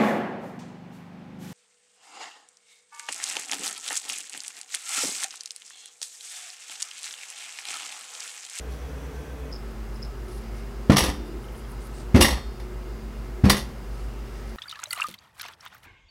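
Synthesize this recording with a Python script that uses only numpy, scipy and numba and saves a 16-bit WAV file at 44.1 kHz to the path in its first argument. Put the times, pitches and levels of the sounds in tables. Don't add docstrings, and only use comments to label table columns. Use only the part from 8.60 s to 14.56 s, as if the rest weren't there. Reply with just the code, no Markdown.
import sys
import numpy as np
from scipy import signal
from scipy.fft import rfft, irfft, next_fast_len
from scipy.io import wavfile
from scipy.ndimage import uniform_filter1d, map_coordinates
from numba import njit

SR = 44100
rng = np.random.default_rng(int(sys.argv[2]) if len(sys.argv) > 2 else 0)


def field_ratio(decibels):
    return 10 ** (np.asarray(decibels, dtype=float) / 20)


def master_out(mix):
    frames = np.transpose(np.atleast_2d(mix))
    ceiling = np.clip(frames, -1, 1)
    pcm = np.round(ceiling * 32767).astype(np.int16)
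    wavfile.write(sys.argv[1], SR, pcm)


N = 262836

# frequency in Hz, level in dB, unsteady share from 0 to 1.
FRIDGE_LINES = [(28, -61, 0.1), (50.35, -36, 0.31), (57.4, -45.5, 0.6), (71, -57.5, 0.3), (123.5, -70.5, 1),
                (122, -49, 0), (220.8, -53, 0.91), (250, -56.5, 0.1), (365, -54.5, 0.92),
                (403, -58.5, 0.44)]
# frequency in Hz, density in dB per Hz.
AIR_SPECTRUM = [(15, -39), (25, -43), (63, -36), (97, -10), (170, -14.5), (229, -14.5), (293, -19),
                (363, -12), (575, -21), (1330, -25.5), (3250, -37.5), (7110, -42), (14800, -49.5),
                (16500, -47)]
# frequency in Hz, width in Hz, level in dB.
FAR_HISS = [(1293, 14, -63), (2110, 64, -67.5), (4940, 750, -66.5), (2805, 210, -68)]
# start in seconds, level in dB.
INSECT_STROKES = [(.9165, -47), (0.9257, -36.5), (0.9288, -36), (0.933, -45), (.937, -39), (.944, -40),
                  (.953, -42), (.9585, -42), (.9615, -38), (.989, -50), (1.36, -47), (1.4205, -46),
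                  (1.424, -43), (1.428, -33.5), (1.434, -44), (1.442, -48), (1.4485, -44), (1.457, -44),
                  (5.655, -55)]
# start in seconds, level in dB, frequency in Hz.
SMALL_TICKS = [
    (1.4275, -50, 10000),
    (1.4485, -56, 9800),
    (1.4485, -49, 4000),
    (2.843, -47, 3100),
    (2.886, -46, 3040),
    (2.949, -48, 3100),
    (3.007, -54, 3100),
    (3.05, -53, 3200),
]
# centre in seconds, length in seconds, level in dB,
# frequency in Hz, lower band in dB.
BRUSHES = [(0.134, 0.11, -63, 11000, 15), (.6, .06, -70, 10000, 5), (1.36, .06, -63, 10000, 11),
           (1.752, .22, -57.5, 10000, 9), (1.986, 0.12, -63.5, 9500, 11), (2.675, .05, -63, 11000, -5),
           (2.838, 0.055, -61, 10400, -3), (2.93, .05, -61, 11500, -8), (2.977, 0.091, -58.5, 9800, -10),
           (3.114, 0.1, -58, 10500, -6), (3.225, 0.063, -59, 8600, 3), (3.262, 0.059, -56, 10500, 3),
           (3.386, 0.16, -57.5, 8300, 9), (5.375, 0.29, -65, 9500, 13), (5.757, 0.25, -68, 9000, 16),
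           (5.892, 0.1, -64, 10000, 13), (1.949, .4, -58.5, 2200, 3), (5.621, 0.49, -62, 2800, 2),
           (5.851, 0.57, -57.5, 2000, 3)]
# frequency in Hz, level in dB, T60 in seconds.
RIM_MODES = [(3482, -9, .4), (3621, -5, .65), (4753, -12, .4), (5578, 1, .42), (7881, -6, .38)]
# frequency in Hz, level in dB, T60 in seconds.
RACK_MODES = [(921, -3, .3), (1147, 0, .22), (1865, -6, .35), (2823, 4, .2), (3260, -14, .65),
              (4353, -10, .66), (9470, -12, .22), (10140, -10, .2)]
# start in seconds, level in dB.
RIM_STRIKES = [
    (2.369, -31),
    (3.612, -29),
]
# start in seconds, level in dB.
RACK_STRIKES = [
    (3.612, -24),
]
# start in seconds, level in dB, tilt in dB per octave,
# knock on the table in dB.
METAL_LANDINGS = [(2.3178, -12.5, -4, -11), (2.362, -10.5, -3.5, -28), (2.367, -9, 1, -33),
                  (2.381, -10.5, -0.1, -21), (2.406, -16, -0.8, -8.5), (2.438, -18.5, 0.5, -9),
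                  (2.46, -19.5, -1.5, -21), (2.484, -23, -2.2, -10.5), (2.532, -36.5, -2, -39),
                  (3.5594, -17, -2.5, -2), (3.605, -14, -1.5, 0.5), (3.6089, -5, 1, -27),
                  (3.623, -5.5, 2.5, -17), (3.632, -16, -3, -23), (3.645, -10, -0.2, -30),
                  (3.68, -17.5, -1, -11), (3.705, -21.5, 0, -15.5), (3.725, -23, -2.5, -35),
                  (3.77, -30, -3.5, -32), (3.997, -39.5, -2.5, -42), (4.854, -19, -3.5, -4.5),
                  (4.8965, -4, 1, -12), (4.902, -7.5, -0.5, -13), (4.914, -18.5, 6, -14.5),
                  (4.93, -17.5, -2, -12), (4.966, -21, 0, -37), (5.004, -45, -4, -37),
                  (5.088, -33, -7.5, -38)]
# frequency in Hz, level in dB, T60 in seconds.
METAL_MODES = [(1200, -11.5, 0.024), (1194, -11, 0.075), (1893, -17, 0.031), (1977, -9.5, 0.056),
               (2837, -9, 0.053), (3100, -24, 0.23), (3570, -9, 0.071), (4120, -17, 0.06),
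               (4560, -16, 0.039), (5540, -9, 0.031), (5580, -7.5, 0.036), (7950, -18, 0.1),
               (9500, -15, 0.018), (10200, -14, .03)]
# frequency in Hz, density in dB per Hz.
CLATTER_SPECTRUM = [(180, -4), (300, -8), (1150, -1.5), (1480, -15), (1870, 0), (2400, -8.5), (2790, -5.5),
                    (5610, -5.5), (7320, -15), (10400, -8.5), (16000, -22)]
# start in seconds, level in dB, frequency in Hz, T60 in seconds.
METAL_PINGS = [(2.2995, -25, 4000, .03), (2.369, -19, 5610, .12), (2.369, -20, 1170, .05),
               (2.405, -23, 5600, .1), (2.438, -28, 10100, .04), (3.611, -20, 2823, .12),
               (3.612, -20, 5620, .08), (3.622, -18, 10200, .045), (3.622, -21, 8010, .06),
               (4.9, -17, 1190, .05), (4.9, -15, 1970, .05), (4.9, -16, 4190, .05), (4.9, -15, 4670, .055),
               (4.922, -22, 3570, .08)]
# start in seconds, level in dB, frequency in Hz, T60 in seconds.
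FAVOURED_MODES = [
    (2.3, -23, 200, 0.23),
    (2.412, -22, 61, 0.67),
    (3.555, -20, 362, 0.13),
    (3.59, -13, 358, 0.17),
    (3.579, -15, 222.5, 0.39),
    (3.666, -21, 64.2, 0.58),
    (4.858, -13, 200, 0.24),
    (4.88, -22, 206.6, 0.38),
]
# start in seconds, level in dB, push in ms,
# deep modes in dB, direction (+1 down, -1 up).
PAN_BLOWS = [(2.2964, 2, 1.7, -24, 1), (2.2994, -6.2, 1.06, -14, -1), (2.304, -16, 6.9, -3, 1),
             (2.329, -19, 3.7, -10, 1), (3.5428, -16, 3, 19.5, 1), (3.5463, 2, 3.1, -3.5, -1),
             (3.5529, -1, 2.36, 1.5, 1), (3.5592, -6, 1.9, -12, -1), (3.59, -22, 2.9, -6, 1),
             (4.8353, -3, 5.6, 2.5, 1), (4.839, -2.2, 4, 1.5, -1), (4.845, -2.5, 3.4, -0.5, 1),
             (4.86, 0.5, 5.3, -10, 1), (4.883, -21, 3.4, -10, 1)]
# frequency in Hz, level in dB, T60 in seconds.
TABLE_MODES = [(58.23, -12.5, 0.82), (77.6, -6, 0.13), (101, -3, 0.056), (142.6, -11, 0.35),
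               (200, -5.5, 0.23), (243.4, -0.5, 0.077), (294.3, -13, 0.31), (342.1, -14, 0.22),
               (397.6, -9.5, 0.072), (495, -5.5, 0.042), (600, -41, .06), (686, -54, .15)]
# frequency in Hz, density in dB per Hz.
SLAP_SPECTRUM = [(180, -6.5), (300, -3), (470, -11), (1030, -18), (1870, -21), (4830, -33.5),
                 (13500, -49.5), (16000, -61)]

AIR_DB = -43
FAST_UNTIL_S, FAST_RATIO = .922, 1.2
INSECT_HZ, INSECT_SCATTER, INSECT_TRAIL_S = 5110, .014, .03
BRUSH_WIDTH = .35
DRAG_FROM_S, DRAG_TO_S, DRAG_DB, DRAG_EDGE_S = 2.56, 2.8, -41, 0.036
CHATTER_RATE_HZ, MODE_SCATTER_DB = 2000, 5.5
CHATTER_LEAST_S, CHATTER_SHARE, CHATTER_MOST_S = 0.0039, 0.68, 0.026
METAL_RING_DB, RING_DB_PER_TILT = -13, 1
SMALL_MODES, SMALL_T60_S, SMALL_SHARE = 110, .045, .25
SLAP_DB, SLAP_DB_PER_MS = -6.5, -3.5
ROOM_T60_S, ROOM_DB, ROOM_DULL_HZ = 0.38, -12.5, 5030
MIC_LOW_HZ, MIC_TOP_HZ, MIC_HISS_DB = 32, 15800, -68.5
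GAIN_TOP_DB, GAIN_POWER, GAIN_ATTACK_S, GAIN_RELEASE_S = -24, 0.063, 0.019, 0.26


def shaped(points, count):
    hz, db = np.transpose(points)
    f = np.fft.rfftfreq(count, 1 / SR) + 1
    colour = field_ratio(np.interp(np.log(f), np.log(hz), db))
    x = irfft(rfft(rng.standard_normal(count)) * colour, count)
    return x / np.std(x)


def band(hz, width_hz, count):
    f = np.fft.rfftfreq(count, 1 / SR)
    resonance = 1 / (1 + ((f - hz) / (width_hz / 2)) ** 2)
    x = irfft(rfft(rng.standard_normal(count)) * resonance, count)
    return x / np.std(x)


def rings(modes, length_s):
    t = np.arange(int(length_s * SR)) / SR
    return np.array([field_ratio(db - 60 * t / t60) * np.sin(2 * np.pi * hz * t) for hz, db, t60 in modes])


def add(out, s, x):
    i = int(s * SR)
    out[i:i + len(x)] += x[:len(out) - i]


def kitchen():
    count = next_fast_len(N + SR // 2)
    t = np.arange(count) / SR
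    out = field_ratio(AIR_DB + .4 * band(0, 1.5, count)) * shaped(AIR_SPECTRUM, count)
    for hz, db, unsteady in FRIDGE_LINES:
        line = np.sqrt(2) * np.sin(2 * np.pi * (hz * t + rng.random()))
        out += field_ratio(db) * (line + unsteady * band(hz, 7.3, count))
    for hz, width_hz, db in FAR_HISS:
        out += field_ratio(db + 2.0 * band(0, 13, count)) * band(hz, width_hz, count)
    n = np.arange(N)
    place = np.where(n < FAST_UNTIL_S * SR, n * FAST_RATIO, n + SR // 2)
    return map_coordinates(out, [place], order=3)


def insect():
    out, t = np.zeros(N), np.arange(SR // 10) / SR
    pitch = INSECT_HZ * (1 + INSECT_SCATTER * rng.standard_normal(len(INSECT_STROKES)))
    chirps = [(s, db, hz) for (s, db), hz in zip(INSECT_STROKES, pitch)]
    for s, db, hz in chirps + SMALL_TICKS:
        swell = t / .0008 * np.exp(1 - t / .0008)
        stroke = swell * np.sin(2 * np.pi * hz * t)
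        scrape = field_ratio(-17 - 30 * t / INSECT_TRAIL_S) * band(hz, 700, len(t))
        add(out, s, field_ratio(db + 3.0) * (stroke + scrape))
    return out


def hands():
    out, t = np.zeros(N), np.arange(N) / SR
    u = np.arange(SR // 2) / SR - .25
    for s, length_s, db, hz, low_db in BRUSHES:
        grit = field_ratio(2.5 * band(0, 150, len(u)))
        high = band(hz, BRUSH_WIDTH * hz, len(u))
        low = field_ratio(low_db - 9.5) * band(4800, 3600, len(u))
        brush = field_ratio(db) * np.exp(-8 * (u / length_s) ** 2) * grit * (high + low)
        before_start = int(max(.25 - s, 0) * SR)
        add(out, max(s - .25, 0), brush[before_start:])
    drag = np.clip(np.minimum(t - DRAG_FROM_S, DRAG_TO_S - t) / DRAG_EDGE_S, 0, 1)
    return out + field_ratio(DRAG_DB) * drag * band(338, 150, N)


def free_rings():
    out = np.zeros(N)
    for modes, strikes in (RIM_MODES, RIM_STRIKES), (RACK_MODES, RACK_STRIKES):
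        for s, db in strikes:
            add(out, s, field_ratio(db) * rings(modes, .6).sum(axis=0))
    return out


def small_mode_response():
    modes = [(hz, 0, SMALL_T60_S) for hz in rng.uniform(900, 17000, SMALL_MODES)]
    small = rings(modes, SMALL_T60_S).sum(axis=0)
    return small / np.sqrt(np.sum(small ** 2))


def metalware():
    out, modes = np.zeros(N), np.array(METAL_MODES)
    ring, table, t = rings(modes, .2), rings(TABLE_MODES, 0.47), np.arange(SR // 6) / SR
    wood = field_ratio(3.3 * np.log2(np.array(TABLE_MODES)[:, 0] / 200)) @ table
    gaps = np.diff(np.array(METAL_LANDINGS)[:, 0], append=N / SR)
    chatter = np.minimum(CHATTER_LEAST_S + CHATTER_SHARE * gaps, CHATTER_MOST_S)
    for (s, db, tilt_db, knock_db), chatter_s in zip(METAL_LANDINGS, chatter):
        fade = np.exp(-t / chatter_s) * np.clip(t / 0.00064, 0, 1)
        hits = (rng.random(len(t)) < CHATTER_RATE_HZ / SR) * rng.standard_normal(len(t))
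        run = hits * fade / np.sqrt(np.sum((hits * fade) ** 2) + 1e-9)
        scatter_db = MODE_SCATTER_DB * rng.standard_normal(len(modes))
        mix = field_ratio(tilt_db * np.log2(modes[:, 0] / 4000) + scatter_db)
        ring_db = db + METAL_RING_DB + RING_DB_PER_TILT * min(tilt_db, 0)
        add(out, s, field_ratio(ring_db) * signal.fftconvolve(mix @ ring, run))
        colour = [(hz, d + tilt_db * np.log2(hz / 4000)) for hz, d in CLATTER_SPECTRUM]
        grain = uniform_filter1d(np.abs(hits), size=50)
        clatter = fade * (0.53 + 0.3 * grain / grain.mean()) * shaped(colour, len(t))
        banded = signal.fftconvolve(clatter, small_mode_response())[:len(t)]
        clatter = np.sqrt(1 - SMALL_SHARE) * clatter + np.sqrt(SMALL_SHARE) * banded
        add(out, s, field_ratio(db - 5.5) * clatter)
        add(out, s, field_ratio(knock_db - 14) * signal.fftconvolve(wood, run))
    return out


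def single_modes():
    out = np.zeros(N)
    for s, db, hz, t60 in METAL_PINGS + FAVOURED_MODES:
        add(out, s, rings([(hz, db, t60)], 0.51)[0])
    return out


def thumps():
    out, table = np.zeros(N), rings(TABLE_MODES, 0.89)
    deep = np.array(TABLE_MODES)[:, 0] < 125
    t = np.arange(SR // 8) / SR
    for s, db, push_ms, deep_db, direction in PAN_BLOWS:
        push = np.sin(np.pi * np.clip(t[:800] * 1000 / push_ms, 0, 1)) ** 2
        ring = signal.fftconvolve(field_ratio(deep * deep_db) @ table, push / push.sum())
        add(out, s, np.sign(direction) * field_ratio(db - 7.0) * ring)
        slap_db = SLAP_DB + SLAP_DB_PER_MS * push_ms
        slap_fade = field_ratio(slap_db - 60 * t / 0.1) * np.clip(t / 0.0044, 0, 1)
        add(out, s, slap_fade * shaped(SLAP_SPECTRUM, len(t)))
    return out


def room(x):
    t = np.arange(int(.6 * SR)) / SR
    noise = rng.standard_normal(len(t))
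    low = signal.sosfilt(signal.butter(1, ROOM_DULL_HZ, fs=SR, output="sos"), noise)
    tail = low * field_ratio(-60 * t / ROOM_T60_S) + (noise - low) * field_ratio(-110 * t / ROOM_T60_S)
    tail *= np.clip(t / 0.0037, 0, 1)
    return x + field_ratio(ROOM_DB) * signal.fftconvolve(x, tail / np.sqrt(np.sum(tail ** 2)))[:N]


def scene():
    in_room = room(thumps() + metalware() + single_modes() + insect())
    return (in_room + free_rings() + hands() + kitchen())[None]


@njit
def follow(x, attack, release):
    e, out = 0., np.empty(len(x))
    for i in range(len(x)):
        e += (abs(x[i]) - e) * (attack if abs(x[i]) > e else release)
        out[i] = e
    return out


def band_limit(x):
    return signal.sosfilt(signal.butter(12, 16370, fs=SR, output="sos"), x)


def record(dry):
    dry = signal.sosfilt(signal.butter(2, MIC_LOW_HZ, "high", fs=SR, output="sos"), dry)
    heard = follow(dry[0], 1 / (GAIN_ATTACK_S * SR), 1 / (GAIN_RELEASE_S * SR))
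    gain = np.minimum(field_ratio(GAIN_TOP_DB) / (heard + 1e-9), 1) ** GAIN_POWER
    hiss = field_ratio(MIC_HISS_DB) * band(13800, 8400, N)
    clipped = np.clip(dry * gain + hiss, -1, 1)
    top_cut = signal.ellip(10, .2, 70, MIC_TOP_HZ, fs=SR, output="sos")
    return band_limit(signal.sosfilt(top_cut, clipped))


dry = scene()
out = record(dry)
master_out(out)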